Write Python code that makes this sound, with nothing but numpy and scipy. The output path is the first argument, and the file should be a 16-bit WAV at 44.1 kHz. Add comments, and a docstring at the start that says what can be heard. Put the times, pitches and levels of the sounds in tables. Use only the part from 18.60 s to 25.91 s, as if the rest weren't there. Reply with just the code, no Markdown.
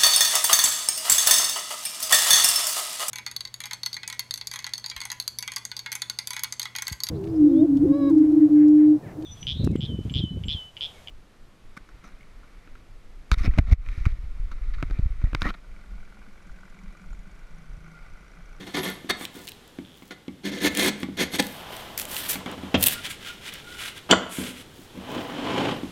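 """Carving a wooden hat block

In a small workshop a gouge rasps through the grain in short pushes; the block bumps on its stand.
Crisp shavings are swept off, the block is set down and rubbed by hand, a tool clacks onto the bench,
and the block is dragged round. Cutting and friction are filtered trains of tiny random breaks;
knocks ring damped modes of wood and steel."""
import sys
import numpy as np
from scipy import signal
from scipy.fft import rfft, irfft
from scipy.io import wavfile
from scipy.ndimage import map_coordinates

SR = 44100
rng = np.random.default_rng(int(sys.argv[2]) if len(sys.argv) > 2 else 0)


def generate_wav(sig):
    """Save sig (samples, or channels by samples) to the path in sys.argv[1] as 16-bit PCM at SR."""
    pcm = np.round(np.clip(np.atleast_2d(sig).T, -1, 1) * 32767).astype(np.int16)
    wavfile.write(sys.argv[1], SR, pcm)


N = 322371
TIME = np.arange(N) / SR


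def from_db(db):
    """Decibels to gain."""
    return 10 ** (np.asarray(db) / 20)


def at_hz(points, hz, column=1):
    """Interpolate a table column over log frequency."""
    table = np.array(points)
    return np.interp(np.log(np.maximum(hz, 1)), np.log(table[:, 0]), table[:, column])


def rms_one(x):
    """Scale to unit rms."""
    return x / np.sqrt(np.mean(x ** 2) + 1e-20)


def band(x, low_hz, high_hz):
    """Causal band-pass."""
    sos = signal.butter(2, [low_hz, high_hz], "band", fs=SR, output="sos")
    return signal.sosfilt(sos, x + 1e-18)


def colour(x, spectrum, size=8192):
    """Minimum-phase filter of the given spectrum, unit energy."""
    magnitude = from_db(at_hz(spectrum, np.fft.rfftfreq(size, 1 / SR)))
    cepstrum = irfft(np.log(magnitude))
    response = irfft(np.exp(rfft(2 * cepstrum[:size // 2], size)))[:size // 2]
    return signal.fftconvolve(x, response / np.linalg.norm(response))[:N]


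def strokes(rows, layer=None, contact_s=0.0028, swell_db=16, ease_db=24.5):
    """Hand-stroke gain: contact, swell, hold, ease off; layer adds one of the trailing dB columns."""
    gain = np.zeros(N)
    for start, rise, hold, fall, db, *layers_db in rows:
        age = TIME - start
        contact = np.clip(age / contact_s + 1, 0, 1)
        slack_db = swell_db * np.clip(1 - age / rise, 0, 1)
        slack_db += ease_db * np.clip((age - rise - hold) / fall, 0, 10)
        layer_db = 0 if layer is None else layers_db[layer]
        gain = np.maximum(gain, contact * from_db(db - slack_db + layer_db))
    return gain


def unsteady(per_s, depth_db):
    """Randomly wandering gain, rms 1."""
    knots_s = np.arange(0, N / SR + 1, 1 / per_s)
    wander = np.clip(rng.standard_normal(len(knots_s)), -2, 2)
    return rms_one(from_db(depth_db * np.interp(TIME, knots_s, wander)))


def fractures(per_s, spread_db):
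    """Tiny breaks of random time, size and sign, rms 1."""
    sizes = from_db(spread_db * np.minimum(rng.exponential(1, N), 4)) * rng.choice([-1, 1], N)
    return rms_one(sizes * (rng.random(N) < per_s / SR))


def resonate(x, rings):
    """Add narrow resonances to a broad sound, rms 1."""
    out = x.copy()
    for hz, width_hz, db in rings:
        r = np.exp(-np.pi * width_hz / SR)
        feedback = [1, -2 * r * np.cos(2 * np.pi * hz / SR), r * r]
        out += from_db(db) * (1 - r * r) / 2 * signal.lfilter([1, 0, -1], feedback, x)
    return rms_one(out)


def blows(times_s, levels_db):
    """One impulse per contact."""
    out = np.zeros(N)
    out[np.round(np.asarray(times_s) * SR).astype(int)] = from_db(levels_db)
    return out


def struck(force, modes):
    """Each mode rings as a damped sine."""
    t = TIME[:SR // 2]
    ring = sum(from_db(db - 60 * t / t60) * np.sin(2 * np.pi * hz * t) for hz, db, t60 in modes)
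    return signal.fftconvolve(force, ring)[:N]


def crunch(force, decay_s):
    """Rough faces meet: each impulse spreads into a noise burst."""
    envelope = signal.lfilter([1], [1, -np.exp(-1 / (decay_s * SR))], force + 1e-18)
    return envelope * rng.standard_normal(N)


def curl(x, echo_s=0.000714, echo_db=-6):
    """Sound runs along the shaving and back; the colour shifts with the curl's length."""
    delay_s = echo_s * unsteady(per_s=5.9, depth_db=3.5)
    echo = from_db(echo_db)
    delayed = map_coordinates(x, [(TIME - delay_s) * SR], order=3)
    return (x + echo * delayed) / np.hypot(1, echo)


def room_noise():
    """Faint air noise, slowly changing in level."""
    # spectrum: f/Hz, level/dB
    spectrum = [(12, -1), (20, -1.5), (101, 0), (446, -4), (642, -10.5), (849, -9.5), (1030, -13),
                (1400, -13), (2080, -14), (2320, -16), (3340, -11.5), (4670, -20), (13500, -28),
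                (16000, -43)]
    # envelope: t/s, level/dB
    levels = [(0, -48), (1.0, -51), (1.65, -55.5), (2.6, -51.5), (3.2, -44.5), (5.4, -48), (6.1, -49),
              (7.31, -44)]
    gain = from_db(np.interp(TIME, *np.transpose(levels)))
    return gain * colour(rng.standard_normal(N), spectrum)


def gouge(crown_to_side_s=1.7):
    """The edge sticks and slips through fibres; breaks ring the block, the force shakes its low modes."""
    # pushes: t/s, rise/s, hold/s, fall/s, level/dB, rumble offset/dB, hiss offset/dB
    pushes = [ (0.0, 0.007, 0.024, 0.045, -44, 3, -25), (0.062, 0.0072, .015, 0.11, -41, -1, -15),
              (0.136, .012, 0.044, 0.049, -27.5, 2, -16.5), (0.23, 0.0026, 0.043, 0.11, -29.5, -1, -12.5),
              (0.492, 0.0068, 0.014, 0.0082, -20.5, -6, -13), (0.57, 0.034, 0.043, .03, -40.5, -3, -2.5),
              (0.745, 0.0085, 0.018, 0.15, -45.5, 4.5, -7.5), (1.506, 0.0036, 0.0048, 0.04, -36, -2, -23),
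              (1.836, 0.018, 0.019, 0.072, -31, 4.5, -15), (1.908, 0.011, 0.069, .05, -37, 4, -15.5),
              (2.0, 0.052, 0.027, 0.018, -21, 1, -12), (2.095, .01, .04, .02, -50, -4, 0),
              (2.143, 0.055, 0.093, 0.018, -22.5, 0.5, -8), (2.345, 0.054, 0.037, .03, -45, 4, -7),
              (2.571, .026, 0.036, 0.03, -23, -0.5, -13.5), (2.718, .032, .008, 0.029, -25.5, -1, -9.5),
              (2.786, 0.013, 0.0031, .012, -17.5, -2, -6), ]
    # spectra: f/Hz, level/dB
    rasp_spectrum = [(250, -54.5), (480, -8.5), (700, -2.5), (900, -8), (1150, -8.5), (1550, -3),
                     (2100, -3.5), (2750, -3.5), (3430, 1.5), (4450, -3), (4950, -8), (6300, -9),
                     (7400, -21), (11000, -21), (15000, -62)]
    rumble_spectrum = [(40, -54), (70, -6.5), (110, -20), (150, -5.5), (190, 1.5), (240, 0), (300, 3.5),
                       (400, -1), (480, 1.5), (560, -7.5), (700, -25), (900, -27), (1400, -63)]
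    hiss_spectrum = [(4120, -27), (7000, -4.5), (8730, -0.5), (10000, -3), (11600, -2), (13000, -5),
                     (14400, -4), (16000, -15)]
    # block resonances by spot cut: f/Hz, width/Hz, crown/dB, side/dB
    grain_rings = [(740, 27, 11.5, -22), (990, 260, 9.5, -5), (1193, 83, 8, -24), (1437, 24, 11.5, -19),
                   (1778, 64, 14, 8), (2033, 61, 9.5, 6.5), (2117, 48, 10, 13), (2420, 6.1, -6, 10.5),
                   (3230, 100, 2.5, 0), (3520, 37, 4, 1), (4290, 54, 4, 1.5), (5600, 69, -1, -2),
                   (6730, 520, 1, 4)]
    # resonances of block body and thin blade: f/Hz, width/Hz, level/dB
    body_rings = [(159, 9.4, -8.5), (200, 27, 2), (252, 11, -8), (292, 6.8, 7.5), (366, 20, -2.5)]
    blade_rings = [(8050, 170, 4), (9200, 110, -2), (11050, 220, -7)]
    breaks = fractures(per_s=4000, spread_db=3)
    cut = colour(breaks, rasp_spectrum)
    crown = resonate(cut, [(hz, width, db) for hz, width, db, _ in grain_rings])
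    side = resonate(cut, [(hz, width, db) for hz, width, _, db in grain_rings])
    rasp = strokes(pushes) * np.where(TIME < crown_to_side_s, crown, side)
    rumble = strokes(pushes, layer=0) * resonate(colour(breaks, rumble_spectrum), body_rings)
    fine_breaks = curl(fractures(per_s=7600, spread_db=3.5) * unsteady(per_s=330, depth_db=3.5))
    hiss = strokes(pushes, layer=1) * resonate(colour(fine_breaks, hiss_spectrum), blade_rings)
    return from_db(-1.5) * (rasp + hiss) + from_db(-3) * rumble


def bumps(lag_s=0.003, db_per_octave=9):
    """The block rocks and thumps, favouring modes near one pitch; a hard touch adds a woody tock."""
    # contacts: t/s, level/dB, tock offset/dB, favoured f/Hz
    contacts = [(0.069, -33, 0, 354), (0.442, -30, -17, 325), (0.607, -30.5, 3, 328),
                (1.184, -24.5, -12, 310), (1.419, -36.5, -2, 201), (1.678, -24.5, -7.5, 262),
                (2.428, -19, -2.5, 255), (2.484, -20, -32, 191), (3.753, -23.5, 1, 183),
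                (3.858, -25.5, 0.5, 291), (3.975, -21.5, -16, 105), (4.032, -18.5, -20, 145),
                (4.14, -10, -4.5, 228), (5.512, -6.5, -6, 414), (5.782, -17, -19, 198),
                (6.188, -37, -21, 297), (6.372, -23, -16, 170), (6.562, -21, -28, 330),
                (7.23, -20, -14, 256)]
    # block modes: f/Hz, level/dB, t60/s
    low_modes = [(91, -13, 0.14), (123, -31, 0.11), (195.3, -14, 0.21), (261.6, -8, 0.18),
                 (283, -8.5, 0.13), (325.4, -9, 0.18), (432, -22, 0.064), (465, -31, 0.032)]
    high_modes = [(815, -5, 0.056), (1140, -10, 0.076), (1780, -23, 0.05), (2128, -3.5, 0.082),
                  (2280, -5, 0.083), (3335, -1, 0.022)]
    t_s, db, tock_db, pitch_hz = np.transpose(contacts)
    thump = np.zeros(N)
    for mode in low_modes:
        octaves_off = np.abs(np.log2(mode[0] / pitch_hz))
        thump += struck(blows(t_s + lag_s, db + 1 - db_per_octave * octaves_off), [mode])
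    touch = blows(t_s + lag_s, db + tock_db)
    tock = from_db(-8.5) * struck(touch, high_modes)
    tick = from_db(4.5) * band(crunch(touch, decay_s=0.0029), 310, 2630)
    return band(thump, 92, 1230) + tock + tick


def blade_song():
    """Friction keeps a high mode of the steel edge ringing."""
    # singing strokes: t/s, rise/s, hold/s, fall/s, level/dB
    swells = [(0.15, 0.075, 0.018, 0.16, -38.5), (2.585, 0.04, .005, 0.067, -39),
              (2.7, .055, .003, .012, -37)]
    ring = rms_one(band(fractures(per_s=5000, spread_db=9), 11000, 11700))
    return from_db(-3.5) * strokes(swells) * ring


def snaps():
    """Single splinters break: a bright tick and a lower crack."""
    # breaks: t/s, level/dB, crack offset/dB
    breaks = [(0.232, -18, -4), (0.3004, -18, -13), (0.6522, -20, 6), (0.8718, -22, -6),
              (0.8779, -22.5, 0.5), (0.8863, -21.5, 1), (0.8924, -20.5, -14), (0.9188, -28, -1.5),
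              (1.0774, -34, -21), (2.15, -13, -4), (2.173, -4, -12), (2.825, -16.5, -5), (2.868, -17, -10),
              (3.141, -25, -8), (3.1672, -21, -12), (3.3775, -4.5, -14), (3.3977, -7, -11),
              (3.4173, -11, -16), (3.453, -14.5, -8), (3.566, -12.5, -2), (3.696, -6, -21), (3.86, -33, -2),
              (3.915, -25.5, -16), (4.2096, -11, -18), (4.2389, 1.5, -12.5), (4.2614, -13, -10),
              (4.2782, -8, -21), (4.939, -17.5, -20)]
    t_s, db, crack_db = np.transpose(breaks)
    tick = band(crunch(blows(t_s, db - 6.5), decay_s=0.00081), 5500, 15000)
    crack = band(crunch(blows(t_s, db + crack_db + 2.5), decay_s=0.0018), 2260, 4070)
    return tick + crack


def splits():
    """A chip lets go at once and leaves a pitched ring."""
    # chip rings: t/s, level/dB, f/Hz, t60/s
    rings = [(0.503, -19, 2110, 0.062), (0.505, -27, 1804, 0.093), (0.505, -24, 3700, .09),
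             (0.505, -23, 4380, .08), (2.796, -19.5, 820, 0.065)]
    return sum(struck(blows([t_s], [db]), [(hz, 0, t60)]) for t_s, db, hz, t60 in rings)


def sleeves():
    """Shirt cloth rustles as the arms move."""
    # arm moves: t/s, rise/s, hold/s, fall/s, level/dB
    moves = [(0.71, .04, 0.15, .12, -50.5), (1.3, 0.16, .03, .02, -53), (6.05, 0.12, 0.076, .08, -52),
             (6.34, 0.19, .08, .3, -46)]
    # cloth spectrum: f/Hz, level/dB
    spectrum = [(1000, -15), (2500, -8), (6000, -4), (13000, -7), (16000, -4)]
    rustle = fractures(per_s=6000, spread_db=8) * unsteady(per_s=27, depth_db=4)
    return from_db(-4) * strokes(moves) * colour(rustle, spectrum)


def creak(start_s=1.25, end_s=1.385, period_s=0.0115):
    """The wedged edge gives way in a short run of near-even slips."""
    # f/Hz, level/dB, t60/s
    modes = [(3280, -7, 0.0098), (3480, -6.5, 0.0097), (5200, -24, 0.005)]
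    t_s = np.arange(start_s, end_s, period_s)
    jitter_s = rng.normal(0, 0.00068, len(t_s))
    slip_db = rng.normal(-42, 1.9, len(t_s))
    return struck(blows(t_s + jitter_s, slip_db), modes)


def shavings():
    """Dry curls crackle in clumps as they are swept off."""
    # sweeps: t/s, rise/s, hold/s, fall/s, level/dB, coarse offset/dB
    sweeps = [ (2.81, 0.021, .09, 0.28, -45.5, 5.5), (3.02, .12, 0.01, .4, -47, 9.5),
              (3.374, 0.0038, 0.025, 0.063, -32, 0.5), (3.47, 0.045, 0.085, .05, -33.5, 2.5),
              (3.595, .01, 0.065, .04, -37, 6.5), (3.68, 0.01, 0.026, .06, -24.5, -1.5),
              (3.715, 0.017, 0.011, 0.016, -27.5, 4), (4.178, 0.044, .12, .02, -30.5, 2.5), ]
    # shaving spectra: f/Hz, level/dB
    fine_spectrum = [(3530, -27), (6000, -3.5), (8330, 0), (10400, -0.5), (11200, 2), (13700, 2),
                     (14600, 3), (16000, -11.5)]
    coarse_spectrum = [(1060, -14), (1800, 0.5), (2220, -3.5), (3340, 1.5), (3620, -1), (5050, -8.5),
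                       (6500, -13.5), (8450, -34), (14300, -120)]
    crackle = fractures(per_s=8200, spread_db=4) * unsteady(per_s=190, depth_db=2)
    fine = from_db(-2) * colour(crackle * strokes(sweeps), fine_spectrum)
    coarse = from_db(-8) * colour(crackle * strokes(sweeps, layer=0), coarse_spectrum)
    return fine + coarse


def slide():
    """Wood drags on wood: a dull scuff over bench-top rumble."""
    # drags: t/s, rise/s, hold/s, fall/s, level/dB, rumble offset/dB
    drags = [ (2.85, 0.14, 0.24, 0.51, -40.5, -17), (3.36, 0.045, 0.4, .1, -43.5, -7),
             (3.861, 0.0017, 0.062, 0.1, -37.5, 0), (3.94, 0.028, 0.17, 0.022, -44.5, -2.5),
             (5.492, 0.016, 0.0026, 0.0091, -18.5, 3.5), (5.785, 0.01, 0.0077, 0.27, -45, 12.5),
             (6.335, 0.028, 0.0067, .05, -46.5, 13), (6.37, 0.18, .04, 0.27, -33, 1),
             (6.58, 0.4, 0.12, 0.13, -27, 2), ]
    # spectra: f/Hz, level/dB
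    scuff_spectrum = [(260, -22.5), (450, -5), (644, 1.5), (1050, -2), (1420, -6.5), (1580, -6), (1750, -9),
                      (2700, -9.5), (3050, -5), (4490, -20), (12800, -40.5), (16000, -46)]
    rumble_spectrum = [(26, -48), (45, -32.5), (129, -2), (173, -6.5), (281, 5), (361, -7), (429, -4.5),
                       (600, -11.5), (780, -32), (1320, -120)]
    # block and bench resonances: f/Hz, width/Hz, level/dB
    rings = [(1020, 55, -18), (3030, 130, -20), (5320, 46, -2), (6900, 60, 2)]
    friction = fractures(per_s=8000, spread_db=-1) * unsteady(per_s=140, depth_db=2)
    scuff = from_db(-1.4) * strokes(drags) * resonate(colour(friction, scuff_spectrum), rings)
    rumble = from_db(-3) * colour(friction * strokes(drags, layer=0), rumble_spectrum)
    return scuff + rumble


def set_down(at_s=4.1415, rise_s=0.0042, hold_s=0.011, decay_s=0.0089):
    """The block lands and grinds briefly to rest; the bench booms."""
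    # landing spectrum: f/Hz, level/dB
    spectrum = [(30, -27), (60, -13), (95, 1), (135, -6), (215, -11), (300, -4), (400, 2), (510, 2),
                (640, 0), (770, 1.5), (1100, -12), (1500, -8.5), (2100, -11), (3300, 0.5), (4200, -17),
                (7000, -29), (10000, -50)]
    # bench-top modes: f/Hz, level/dB, t60/s
    modes = [(94, 3, 0.21), (125, -7, 0.26), (219, 1, 0.16), (504, -2, 0.17)]
    age = TIME - at_s
    pressure = np.clip(age / rise_s, 0, 1) * np.exp(-np.clip((age - hold_s) / decay_s, 0, 20))
    grind = from_db(-16) * colour(pressure * rng.standard_normal(N), spectrum)
    boom = struck(blows([at_s + rise_s], levels_db=[-24]), modes)
    return grind + band(boom, 70, 900)


def tears():
    """A splinter unzips along the grain in a bright rush of breaks."""
    # rips: t/s, length/s, level/dB
    rips = [(4.225, .011, -15.5), (4.24, 0.00095, -6.5), (4.245, 0.021, -33), (4.261, 0.013, -14),
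            (4.27, 0.0057, -27), (4.283, 0.0036, -14)]
    # splinter spectrum: f/Hz, level/dB
    spectrum = [(1180, -17), (2000, -22), (2780, -5.5), (3230, -5.5), (3650, -5), (4230, -12), (6200, -16),
                (9660, -6.5), (14000, -0.5), (16000, -11.5)]
    pull = sum(from_db(db) * ((TIME >= t_s) & (TIME < t_s + length_s)) for t_s, length_s, db in rips)
    return colour(pull * fractures(per_s=10000, spread_db=8), spectrum)


def palm():
    """Skin hisses over tool marks, swishes at a light touch and squeaks on one block resonance."""
    # rubs: t/s, rise/s, hold/s, fall/s, level/dB, swish offset/dB
    rubs = [ (4.29, 0.015, 0.028, 0.27, -35.5, -13), (4.42, 0.036, 0.0075, 0.049, -29, -15),
            (4.485, 0.019, 0.0086, 0.057, -31.5, -7), (4.59, 0.082, 0.012, 0.13, -34.5, -20),
            (4.81, .06, 0.018, .04, -34.5, -15), (4.91, 0.018, .008, 0.16, -36, -25),
            (5.0, 0.096, 0.089, .1, -42.5, -14), (5.15, 0.056, 0.079, 0.063, -34, -10.5),
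            (5.335, 0.039, .005, 0.055, -39.5, -13), (5.69, 0.032, 0.1, .05, -38.5, -0.5),
            (5.77, 0.038, 0.083, .1, -36.5, -7), (5.92, 0.048, 0.049, .04, -43, -9), ]
    # squeaks: t/s, rise/s, hold/s, fall/s, level/dB
    squeaks = [(4.33, 0.052, .01, .03, -41), (4.64, .055, .01, .04, -44), (5.03, 0.045, 0.11, .05, -47)]
    # rub spectrum: f/Hz, level/dB
    spectrum = [(290, -36.5), (500, -15), (1140, -10.5), (1380, -1.5), (1690, -6), (2100, 0), (2610, -2),
                (3340, 1), (4470, -8.5), (13800, -22), (16000, -23)]
    # block resonances: f/Hz, width/Hz, level/dB
    rings = [(1604, 24, 4), (2440, 40, -11), (2945, 44, 1), (3440, 49, -8)]
    friction = fractures(per_s=16000, spread_db=4.5) * unsteady(per_s=200, depth_db=2)
    hiss = from_db(-1.97) * strokes(rubs) * resonate(colour(friction, spectrum), rings)
    swish = from_db(-1.5) * strokes(rubs, layer=0) * rms_one(band(rng.standard_normal(N), 6850, 12000))
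    squeak = from_db(1) * strokes(squeaks) * rms_one(band(friction, 1400, 1465))
    return hiss + swish + squeak


def tool_clack():
    """The steel shank hits the bench first; the wooden handle chatters down after it."""
    # contacts: t/s, shank/dB, handle/dB
    contacts = [(5.511, -4, -20), (5.516, -13.5, -32), (5.523, -24, -10), (5.526, -26, -2.5),
                (5.532, -23, -3.5)]
    # tool modes: f/Hz, level/dB, t60/s
    shank_modes = [(2920, -14, .06), (2986, -9.5, 0.08), (2930, -14, .06), (3193, -17, 0.043),
                   (3270, -24, .07), (3550, -19, 0.17), (5830, -14, 0.017), (7150, -18, 0.046),
                   (7250, -28, .02)]
    handle_modes = [(302, -25, 0.22), (424, -8, 0.059), (820, -30, 0.068), (990, -21, 0.032),
                    (1140, -11.5, 0.025), (1385, -19, 0.094), (1410, -19, 0.12)]
    # steel contact spectrum: f/Hz, level/dB
    spectrum = [(1180, -59), (2000, -34), (2450, -31), (3130, 4), (4000, -20), (4630, -10), (5100, -27),
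                (7300, -7.5), (8310, -22), (8800, -51), (14000, -50)]
    t_s, shank_db, handle_db = np.transpose(contacts)
    shank, handle = blows(t_s, shank_db), blows(t_s, handle_db)
    crack = colour(crunch(shank, decay_s=0.003), spectrum)
    clatter = band(crunch(handle, decay_s=0.0066), 490, 1600)
    ring = struck(shank, shank_modes) + struck(handle, handle_modes)
    return band(ring, 218, 11700) + from_db(1.5) * (crack + clatter)  # a small tool radiates no bass


def workshop(x, gap_s=0.004):
    """Cluttered walls add a diffuse tail that dies sooner in the treble."""
    # reverberation: f/Hz, t60/s, level re direct/dB
    reverb = [(93, 0.48, 2.5), (296, 0.48, -9), (980, 0.58, -7.5), (2980, 0.54, -11), (7000, 0.37, -13.5),
              (14000, 0.2, -23)]
    t, tail = TIME[:SR], np.zeros(SR)
    edges_hz = np.geomspace(50, 18000, 10)
    for low_hz, high_hz in zip(edges_hz, edges_hz[1:]):
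        hz = np.sqrt(low_hz * high_hz)
        fade = from_db(-60 * t / at_hz(reverb, hz)) * (t > gap_s)
        noise = band(rng.standard_normal(SR), low_hz, high_hz)
        tail += from_db(at_hz(reverb, hz, column=2)) * noise * fade / np.linalg.norm(fade)
    return x + signal.fftconvolve(x, tail)[:N]


def scene():
    """Bench work in the room, over faint air; mono."""
    carving = gouge() + blade_song() + snaps() + splits() + creak() + shavings() + tears()
    handling = bumps() + sleeves() + slide() + set_down() + palm() + tool_clack()
    return (workshop(carving + handling) + room_noise())[None]


def record(dry):
    """Clip at full scale, then low-pass steeply."""
    cutoff_hz = 16000
    low_pass = signal.ellip(10, 0.2, 70, cutoff_hz, fs=SR, output="sos")
    return signal.sosfilt(low_pass, np.clip(dry, -1, 1))


dry = scene()
out = record(dry)
generate_wav(out)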